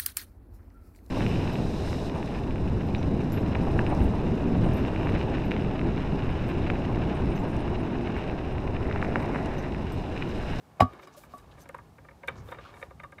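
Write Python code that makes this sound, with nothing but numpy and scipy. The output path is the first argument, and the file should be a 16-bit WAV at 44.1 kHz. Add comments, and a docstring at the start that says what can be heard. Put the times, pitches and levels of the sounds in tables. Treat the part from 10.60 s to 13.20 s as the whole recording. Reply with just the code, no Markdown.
"""Inside a bucket of tools, hauled up on a rope beside a brick wall and a steel scaffold.
The bucket takes one hard knock and a few light ones, and a loose tool knocks: blows excite decaying modes.
The tool also drags and cloth rustles, with a short scrape and narrow ringing bands: filtered random grains.
The swinging load thuds softly and distant traffic rumbles below: both are noise shaped in spectrum."""
import sys
import numpy as np
from scipy import signal
from scipy.fft import rfft, irfft
from scipy.io import wavfile

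SR = 44100
rng = np.random.default_rng(int(sys.argv[2]) if len(sys.argv) > 2 else 0)


def persist_wave(psi):
    """Save psi, clipped to +-1, as 16-bit WAV."""
    counts = np.round(np.clip(psi, -1, 1) * 32767).astype(np.int16)
    wavfile.write(sys.argv[1], SR, np.atleast_2d(counts).T)


N = 114660  # samples

# Street rumble and hiss, relative spectrum: (f/Hz, level/dB)
STREET_SPECTRUM = [(18, -33), (30, -5.5), (165, -8), (295, -7), (355, -10.5), (632, -13), (801, -10),
                   (962, -15), (1670, -24), (3220, -30), (3670, -30.5), (5900, -33.5), (16000, -39.5)]
# Low thudding of the swinging load, before its flutter: (t/s, level/dB)
SWAY_LEVEL = [(0, -65.5), (.3, -54), (.46, -71), (.62, -61), (.8, -56), (.95, -56), (1.2, -56), (1.4, -55),
              (1.55, -57.5), (1.67, -55), (1.73, -44), (1.83, -42.5), (1.9, -52.5), (2.0, -52.5),
              (2.16, -58), (2.23, -52), (2.33, -51), (2.45, -55.5), (2.6, -59)]
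# Relative spectrum of the thudding: (f/Hz, level/dB)
SWAY_SPECTRUM = [(18, -56), (30, -64.5), (43, 7), (86, 2.5), (200, -6.5), (322, -21), (400, -14.5),
                 (520, -37.5), (880, -120)]
# Swishes, with a short scrape and narrow ringing bands among them, level before the swell:
# (centre t/s, half-length/s, level/dB, centre f/Hz, width/octaves)
SWISHES = [(0.44, 0.037, -62.5, 3400, 2), (0.43, .04, -72, 12000, 0.71), (.545, 0.034, -64.5, 5000, 1.1),
           (0.582, 0.027, -57, 7500, 4.3), (0.62, 0.068, -61.5, 11200, 7), (0.72, 0.037, -69, 4200, 1.7),
           (0.76, 0.095, -67, 13000, 4.4), (0.935, 0.12, -79, 5000, 1.5), (1.014, 0.042, -61, 6200, 1.6),
           (1.021, 0.019, -67, 6200, 0.088), (1.018, 0.022, -64.5, 12000, 0.25),
           (1.018, .014, -70, 15000, .12), (1.789, 0.042, -65, 5700, 0.74), (1.895, 0.088, -65, 10000, 6.4),
           (2.2, 0.1, -67, 5500, 2.1), (2.06, 0.11, -58, 2000, 1.68), (0.38, 0.19, -55.5, 358, 0.23),
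           (0.58, .022, -52.5, 590, 0.091), (2.058, 0.019, -48.5, 1350, 0.41),
           (0.92, 0.013, -60.5, 3200, .7)]
# Things shifting and dragging in the bucket: (t/s, level/dB)
DRAG_LEVEL = [(0.0, -71), (0.22, -59), (0.36, -54), (0.58, -62), (1.05, -59.5), (1.22, -66), (1.53, -78.5),
              (1.74, -52), (1.85, -56), (1.93, -52), (2.01, -57.5), (2.1, -56), (2.2, -55.5), (2.36, -71),
              (2.52, -87), (2.6, -70)]
# Relative spectrum of the rubbing: (f/Hz, level/dB)
DRAG_SPECTRUM = [(150, -56), (250, -3.5), (340, -2), (538, -0.5), (561, -5.5), (877, -4), (1140, -5),
                 (7000, -34.5), (9100, -48), (15400, -120)]
# Bright ticks of hard contact, level before the puff and snap offsets: (t/s, level/dB)
TICKS = [(0.2039, -34.5), (0.208, -45), (0.334, -54.5), (0.4259, -60), (0.4732, -49), (0.5399, -61),
         (0.7669, -81), (0.7814, -47), (1.0357, -52), (1.0899, -43.5), (1.148, -48), (1.1817, -53),
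         (1.6753, -39), (1.6857, -40), (1.912, -48.5), (2.21, -57), (2.397, -58), (2.436, -52),
         (2.5202, -54)]
# Knocks of the loose tool, nominal time and level before the touch offsets:
# (t/s, level/dB, bass/dB, treble/dB, top/dB, share of the free ring time)
TOOL_KNOCKS = [(0.3329, -42.5, -7, 3.5, 5, 0.49), (0.395, -44.5, -15, 4, 3, 0.62),
               (0.4281, -44.5, 0, 0, 3, 0.91), (0.636, -44, 2, 0.5, -2, 0.43),
               (0.9796, -44.5, -1, -2.5, -4, 0.66), (1.0559, -43.5, -0.5, -5, -1, 0.61),
               (1.0915, -36, 3, 3.5, -3, 0.5), (1.1435, -33.5, 4, -5.5, -8, 0.43),
               (1.162, -46, -3, -18, -10, 0.67), (1.185, -39.5, -2.5, -5, -15, 0.89),
               (1.3836, -44.5, 1.5, 3, -10, 0.65), (1.446, -46, -2, -3, -16, 0.84),
               (1.4852, -41.5, -2, -1, -9, 0.74), (1.5105, -48, 7.5, 3, -9, 0.63),
               (1.6333, -41, 1, 1.5, 1, 1.14), (1.6772, -34, -13, 6, 8, 0.47),
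               (1.6825, -26, 4.5, 11.5, 13, 0.48), (1.6915, -31.5, 3.5, -12, -12, 0.58),
               (1.886, -32.5, -10, -12, 0, 0.29), (1.9155, -32, -2, -6, -2, 0.58),
               (1.922, -31.5, -11, -13, -2, 0.82), (1.944, -41, -13, 2.5, -2, 0.66),
               (1.9851, -33, -6, -7, -4, 0.73), (2.088, -45, -23, -15, -10, 0.78),
               (2.139, -43, -6, -3.5, 0, 0.93), (2.1668, -42.5, -9, -6, -6, 0.97),
               (2.2144, -42.5, -2, -1, -1, 0.61), (2.2258, -33, 3.5, 7, 4.5, 0.61),
               (2.3065, -42, 9.5, -6, -10, 0.78), (2.3984, -38.5, -6, 5, -1, 0.65),
               (2.4343, -36.5, -2.5, -3.5, -1.5, 1.015), (2.5223, -43.5, 6, 3.5, -4.5, 0.73),
               (2.583, -43.5, -1, 3.5, 1.5, 0.92)]
# Modes of the tool before detuning: (f/Hz, level/dB, T60/s)
TOOL_MODES = [(380, -6, 0.033), (545.3, -4.5, 0.091), (718, -15.5, 0.099), (960, -6, 0.077),
              (1197, -7.5, 0.1), (1632, -8, .07), (1795, 0, 0.024), (2143, 0, 0.022), (2284, -7.5, 0.052),
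              (2810, -20.5, 0.081), (2978, -32.5, 0.12), (3680, -14.5, 0.042), (4670, -38.5, 0.005)]
# Unpitched part of a tool knock, relative spectrum: (f/Hz, level/dB)
CLATTER_SPECTRUM = [(180, -45), (300, -17.5), (529, 4.5), (828, -16), (1200, 0), (2340, -15), (7000, -51.5),
                    (9100, -76), (15400, -120)]
# The load thumping on the bucket floor: (t/s, level/dB, bass/dB)
THUMPS = [(.2060, -17.5, -7.5), (0.2117, -22, 5.5), (0.223, -15.5, -2.5), (0.231, -27, 2),
          (0.741, -41, -25)]
# Modes of the bucket floor: (f/Hz, level/dB, T60/s)
FLOOR_MODES = [(61, -4, 0.11), (94.3, 0.5, 0.097), (135.5, -4.5, 0.097), (194.5, -4, 0.092),
               (249.2, -3, 0.099), (315, -32.5, 0.082), (426, -8, 0.056)]
# Knocks choked at once by what presses on the wall: (t/s, length/s, peak level/dB, f/Hz)
CHOKED_KNOCKS = [(.2060, .0056, -6, 735), (1.1468, .005, -31.5, 1050)]
# Knocks on the bucket wall, the hard one led by a faint low onset:
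# (t/s, level/dB, bass/dB, treble/dB, top/dB, share of the free ring time)
BUCKET_KNOCKS = [(0.1968, -34, 13, -16, -12, 1.1), (.2030, -23, -9, 14.5, 14, 0.69),
                 (0.2058, -17, -1.5, 16, 7, 0.56), (.2190, -17, -2, -11, -7.5, 1.18),
                 (0.4722, -45.5, -34, 7, 10, 1), (0.5461, -51.5, -3, 1, 8, 1.2),
                 (.7370, -38.5, -1.5, -30, -13, 1.55), (0.7846, -58.5, -22, 9, 22.5, 0.8),
                 (2.446, -39.5, -23, -8, -9, 0.8)]
# Modes of the bucket wall: (f/Hz, level/dB, T60/s)
BUCKET_MODES = [(636, -8, 0.063), (716, 0, 0.046), (1070, -18.5, 0.037), (1138, 1.5, 0.096),
                (1217, -13.5, 0.19), (1458, -12, 0.058), (2323, -10.5, 0.019), (2924, -21, 0.045),
                (3845, -26, 0.089), (4860, -32, .08), (5020, -27, 0.062), (7270, -35.5, 0.05)]
# Loose contents jolted by a bucket knock, relative spectrum: (f/Hz, level/dB)
CRASH_SPECTRUM = [(900, -3.5), (1500, 6), (2400, -6), (3800, -9.5), (5500, -18.5), (9000, -24),
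                  (16000, -26.5)]

STREET_DB, HUM_HZ, HUM_T60_S, HUM_DB = -59.5, 150.9, 0.66, -66.5
TAIL_T60_S, TAIL_DB, TAIL_CUT_HZ = 0.22, -21.5, 8200  # scatter from wall and scaffold
RUSTLE_GRAINS_PER_S = 3500
DRAG_GRAINS_PER_S, DRAG_RING_DB = 1300, -13
TICK_T60_S, TICK_LOW_HZ, TICK_HIGH_HZ = 0.0124, 6250, 12500
TICK_PUFF_DB, TICK_SNAP_DB, SNAP_LOW_HZ = -3, 11, 2800
RISE_S = .0006  # time constant of contact softness
KNOCK_KNEES_HZ = [600, 1150, 2250, 3700]  # where bass, middle, treble and top apply in full
# Each tool knock is a short run of touches; each mode's pitch varies a little at random between knocks.
TOOL_DB, TOUCHES, SPREAD_DB, DETUNE = -10, 3, 3, 0.0087  # detune: standard deviation, share of f
CONTACT_S, LEAD_S = .007, .002
SWELL_DB = 9  # extra level of the middle touch
TOOL_RISE_CYCLES = 1.57  # low modes of the tool speak later
CLATTER_DB, CLATTER_T60_S = -12.5, 0.065
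CRASH_GRAINS_PER_S, CRASH_DB, CRASH_T60_S = 8900, -22.5, 0.077
LOW_CUT_HZ, CUTOFF_HZ = 53.6, 15900


def amp(db):
    """Decibel law: 20 dB is a factor of ten in amplitude."""
    return 10 ** (np.asarray(db) / 20)


def rms_one(x):
    """Normalisation: dividing by the root mean square gives unit power."""
    return x / np.sqrt(np.mean(x ** 2) + 1e-20)


def in_time(rows):
    """Amplitude envelope: gain follows a (t/s, level/dB) curve, linear in dB."""
    s, db = np.transpose(rows)
    return amp(np.interp(np.arange(N) / SR, s, db))


def colour(x, spectrum):
    """Spectral shaping: each Fourier component is weighted by a (f/Hz, level/dB) curve; rms 1."""
    hz, db = np.transpose(spectrum)
    log_f = np.log(np.arange(N // 2 + 1) * SR / N + 1)
    # 30 dB lower one octave outside the curve
    log_hz = np.log(np.r_[hz[0] / 2, hz, hz[-1] * 2])
    db = np.r_[db[0] - 30, db, db[-1] - 30]
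    gain = amp(np.interp(log_f, log_hz, db))
    return rms_one(irfft(rfft(x) * gain, N))


def flutter(rate_hz, depth_db):
    """Amplitude modulation: low-passed noise, drawn at 200 Hz, varies the gain in dB."""
    count = int(N / SR * 200) + 2
    r = np.exp(-2 * np.pi * rate_hz / 200)
    noise = rng.standard_normal(count + 400)
    slow = signal.lfilter([1], [1, -2 * r, r * r], noise)[400:]  # settled part only
    return amp(depth_db * np.interp(np.arange(N) * 200 / SR, np.arange(count), rms_one(slow)))


def grains(rate_per_s, spread_db):
    """Shot noise: clicks of random size and sign at random times; rms 1."""
    sizes = amp(spread_db * np.minimum(rng.exponential(1, N), 4))
    signs = rng.choice([-1, 1], N)
    happens = rng.random(N) < rate_per_s / SR
    return rms_one(sizes * signs * happens)


def ring(clicks, hz, t60):
    """Damped resonance: a unit click starts a decaying sine of initial height near 1."""
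    r, w = amp(-60 / (t60 * SR)), 2 * np.pi * hz / SR
    return signal.lfilter([0, np.sin(w)], [1, -2 * r * np.cos(w), r * r], clicks + 1e-18)


def band_pass(x, low_hz, high_hz):
    """Band limitation: components outside the two edges are attenuated."""
    sos = signal.butter(2, [low_hz, high_hz], "band", fs=SR, output="sos")
    return signal.sosfilt(sos, x)


def dying(s, db, t60):
    """Exponential decay: each start gives a quick rise and then a fall of 60 dB per T60."""
    starts = np.zeros(N)
    starts[(np.asarray(s) * SR).astype(int)] = amp(db)
    soft = np.exp(-1 / (RISE_S * SR))
    decay = amp(-60 / (t60 * SR))
    return signal.lfilter([1 - soft], np.convolve([1, -soft], [1, -decay]), starts + 1e-18)


def strike(modes, s, db, tone_db, ring_share, chance_db, detune, knees_hz, rise_cycles=0):
    """Modal superposition: a blow excites every mode, weighted by the tone of that blow."""
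    hz, mode_db, t60 = np.transpose(modes)
    out = np.zeros(N + SR)
    t = np.arange(SR // 7)[:, None] / SR  # each ring is summed for 1/7 s
    rise = RISE_S + rise_cycles / hz
    for k, start in enumerate((s * SR).astype(int)):
        tone = np.interp(np.log(hz), np.log(knees_hz), tone_db[:, k])
        gain = amp(db[k] + mode_db + tone + chance_db[k])
        damped_t60 = t60 * np.clip(ring_share[k], .15, 1.5)
        shape = (1 - np.exp(-t / rise)) * amp(-60 * t / damped_t60)
        waves = np.sin(2 * np.pi * hz * (1 + detune[k]) * t)
        out[start:start + len(t)] += (shape * waves) @ gain
    return out[:N]


def street():
    """Broadband noise and narrow-band resonance: steady rumble and hiss with a faint wavering hum."""
    hum = rms_one(ring(rng.standard_normal(N), HUM_HZ, HUM_T60_S))
    air = colour(rng.standard_normal(N), STREET_SPECTRUM)
    return amp(STREET_DB) * air + amp(HUM_DB) * hum


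def surroundings(x):
    """Diffuse scattering: convolution with decaying noise adds a short dull tail."""
    t = np.arange(SR // 2) / SR
    noise = signal.lfilter(*signal.butter(1, TAIL_CUT_HZ, fs=SR), rng.standard_normal(len(t)))
    tail = noise * amp(-60 * t / TAIL_T60_S)
    unit_tail = tail / np.sqrt(np.sum(tail ** 2))
    return amp(TAIL_DB) * signal.fftconvolve(x, unit_tail)[:N]


def sway():
    """Modulated low noise: an uneven envelope makes the swinging load thud softly."""
    low_noise = colour(rng.standard_normal(N), SWAY_SPECTRUM)
    return in_time(SWAY_LEVEL) * low_noise * flutter(20.0, depth_db=1.5)


def rustle():
    """Band-limited shot noise: fine grains swell and fade; wide bands swish, narrow ones scrape or ring."""
    fine, out = grains(RUSTLE_GRAINS_PER_S, spread_db=2.5), np.zeros(N)
    for s, half_length, db, hz, octaves in SWISHES:
        size = int(2 * half_length * SR)
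        start = int((s - half_length) * SR)
        low, high = np.minimum(hz * 2 ** (np.array([-.5, .5]) * octaves), .45 * SR)
        band = band_pass(fine[start:start + size], low, high)
        out[start:start + size] += amp(db) * rms_one(band) * np.hanning(size)
    return out


def drag():
    """Friction excitation: dense grains of rubbing are heard directly and through the tool's modes."""
    rub = grains(DRAG_GRAINS_PER_S, spread_db=0.75) * flutter(35.35, depth_db=1.5)
    rung = np.zeros(N)
    for k, (hz, db, t60) in enumerate(TOOL_MODES):
        rung += (-1) ** k * amp(db) * ring(rub, hz, t60)  # alternate modes in opposite phase
    mixed = colour(rub, DRAG_SPECTRUM) + amp(DRAG_RING_DB) * rms_one(rung)
    return in_time(DRAG_LEVEL) * rms_one(mixed)


def ticks():
    """Impulsive contact: a broad snap and a short bright puff of noise."""
    s, db = np.transpose(TICKS)
    puffs = dying(s, db + TICK_PUFF_DB, TICK_T60_S) * rng.standard_normal(N)
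    snaps = np.zeros(N)
    snaps[(s * SR).astype(int) + 20] = amp(db + TICK_SNAP_DB)  # 20 samples after the puff starts
    bright_puffs = band_pass(puffs + 1e-18, TICK_LOW_HZ, TICK_HIGH_HZ)
    return bright_puffs + band_pass(snaps + 1e-18, SNAP_LOW_HZ, TICK_HIGH_HZ)


def tool():
    """Repeated impact: each knock is a few uneven touches that ring the modes, with a dry clatter."""
    s, db, bass, treble, top, share = np.repeat(TOOL_KNOCKS, TOUCHES, axis=0).T
    touch = np.arange(len(s)) % TOUCHES
    delay_draw = rng.standard_normal(len(s))
    chance_db = SPREAD_DB * rng.standard_normal((len(s), len(TOOL_MODES)))
    # the touches of one knock share their pitches
    knock_detune = DETUNE * rng.standard_normal((len(TOOL_KNOCKS), len(TOOL_MODES)))
    detune = np.repeat(knock_detune, TOUCHES, axis=0)
    step = (touch + .25 * np.minimum(np.abs(delay_draw), 3)) / TOUCHES
    s = s + step * CONTACT_S - LEAD_S
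    db = db + TOOL_DB + SWELL_DB * (touch == 1)
    noise = colour(rng.standard_normal(N), CLATTER_SPECTRUM)
    clatter = dying(s, db + CLATTER_DB, CLATTER_T60_S) * noise
    tone = np.array([bass, 0 * s, treble, top])
    rung = strike(TOOL_MODES, s, db, tone, share, chance_db, detune, KNOCK_KNEES_HZ, TOOL_RISE_CYCLES)
    return rung + clatter


def thumps():
    """Low-frequency modal response: the load's dull blows ring the bucket floor."""
    s, db, bass = np.transpose(THUMPS)
    tone = np.array([bass, 0 * s])
    return strike(FLOOR_MODES, s, db, tone, 1 + 0 * s, 0 * s, 0 * s, [100, 250])


def choked():
    """Heavy damping: a few cycles swell and are cut off."""
    out = np.zeros(N)
    for s, length, db, hz in CHOKED_KNOCKS:
        t = np.arange(int(length * SR)) / SR
        swell = np.sin(np.pi * (t / length) ** 1.4) ** .6
        start = int(s * SR)
        out[start:start + len(t)] += amp(db) * swell * np.sin(2 * np.pi * hz * t)
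    return out


def bucket():
    """Modal response to impact: knocks, the hard one after a faint low onset, ring the wall and contents."""
    s, db, bass, treble, top, share = np.transpose(BUCKET_KNOCKS)
    jolted = colour(grains(CRASH_GRAINS_PER_S, spread_db=1.5), CRASH_SPECTRUM)
    crash = dying(s, db + top + CRASH_DB, CRASH_T60_S) * jolted
    tone = np.array([bass, 0 * s, treble, top])
    return strike(BUCKET_MODES, s, db, tone, share, 0 * s, 0 * s, KNOCK_KNEES_HZ) + crash


def scene():
    """Linear superposition: all sources add in one channel; only the hits get a scattered tail."""
    hits = ticks() + tool() + thumps() + choked() + bucket()
    background = street() + sway() + rustle() + drag()
    return (background + surroundings(hits) + hits)[None]


def record(dry):
    """Band-limited reception: the microphone drops the deep bass; the top is cut."""
    thin = signal.sosfilt(signal.butter(4, LOW_CUT_HZ, "high", fs=SR, output="sos"), dry)
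    top_cut = signal.cheby2(14, 60, CUTOFF_HZ + 350, fs=SR, output="sos")  # stop-band edge
    return signal.sosfilt(top_cut, thin)


dry = scene()
out = record(dry)
persist_wave(out)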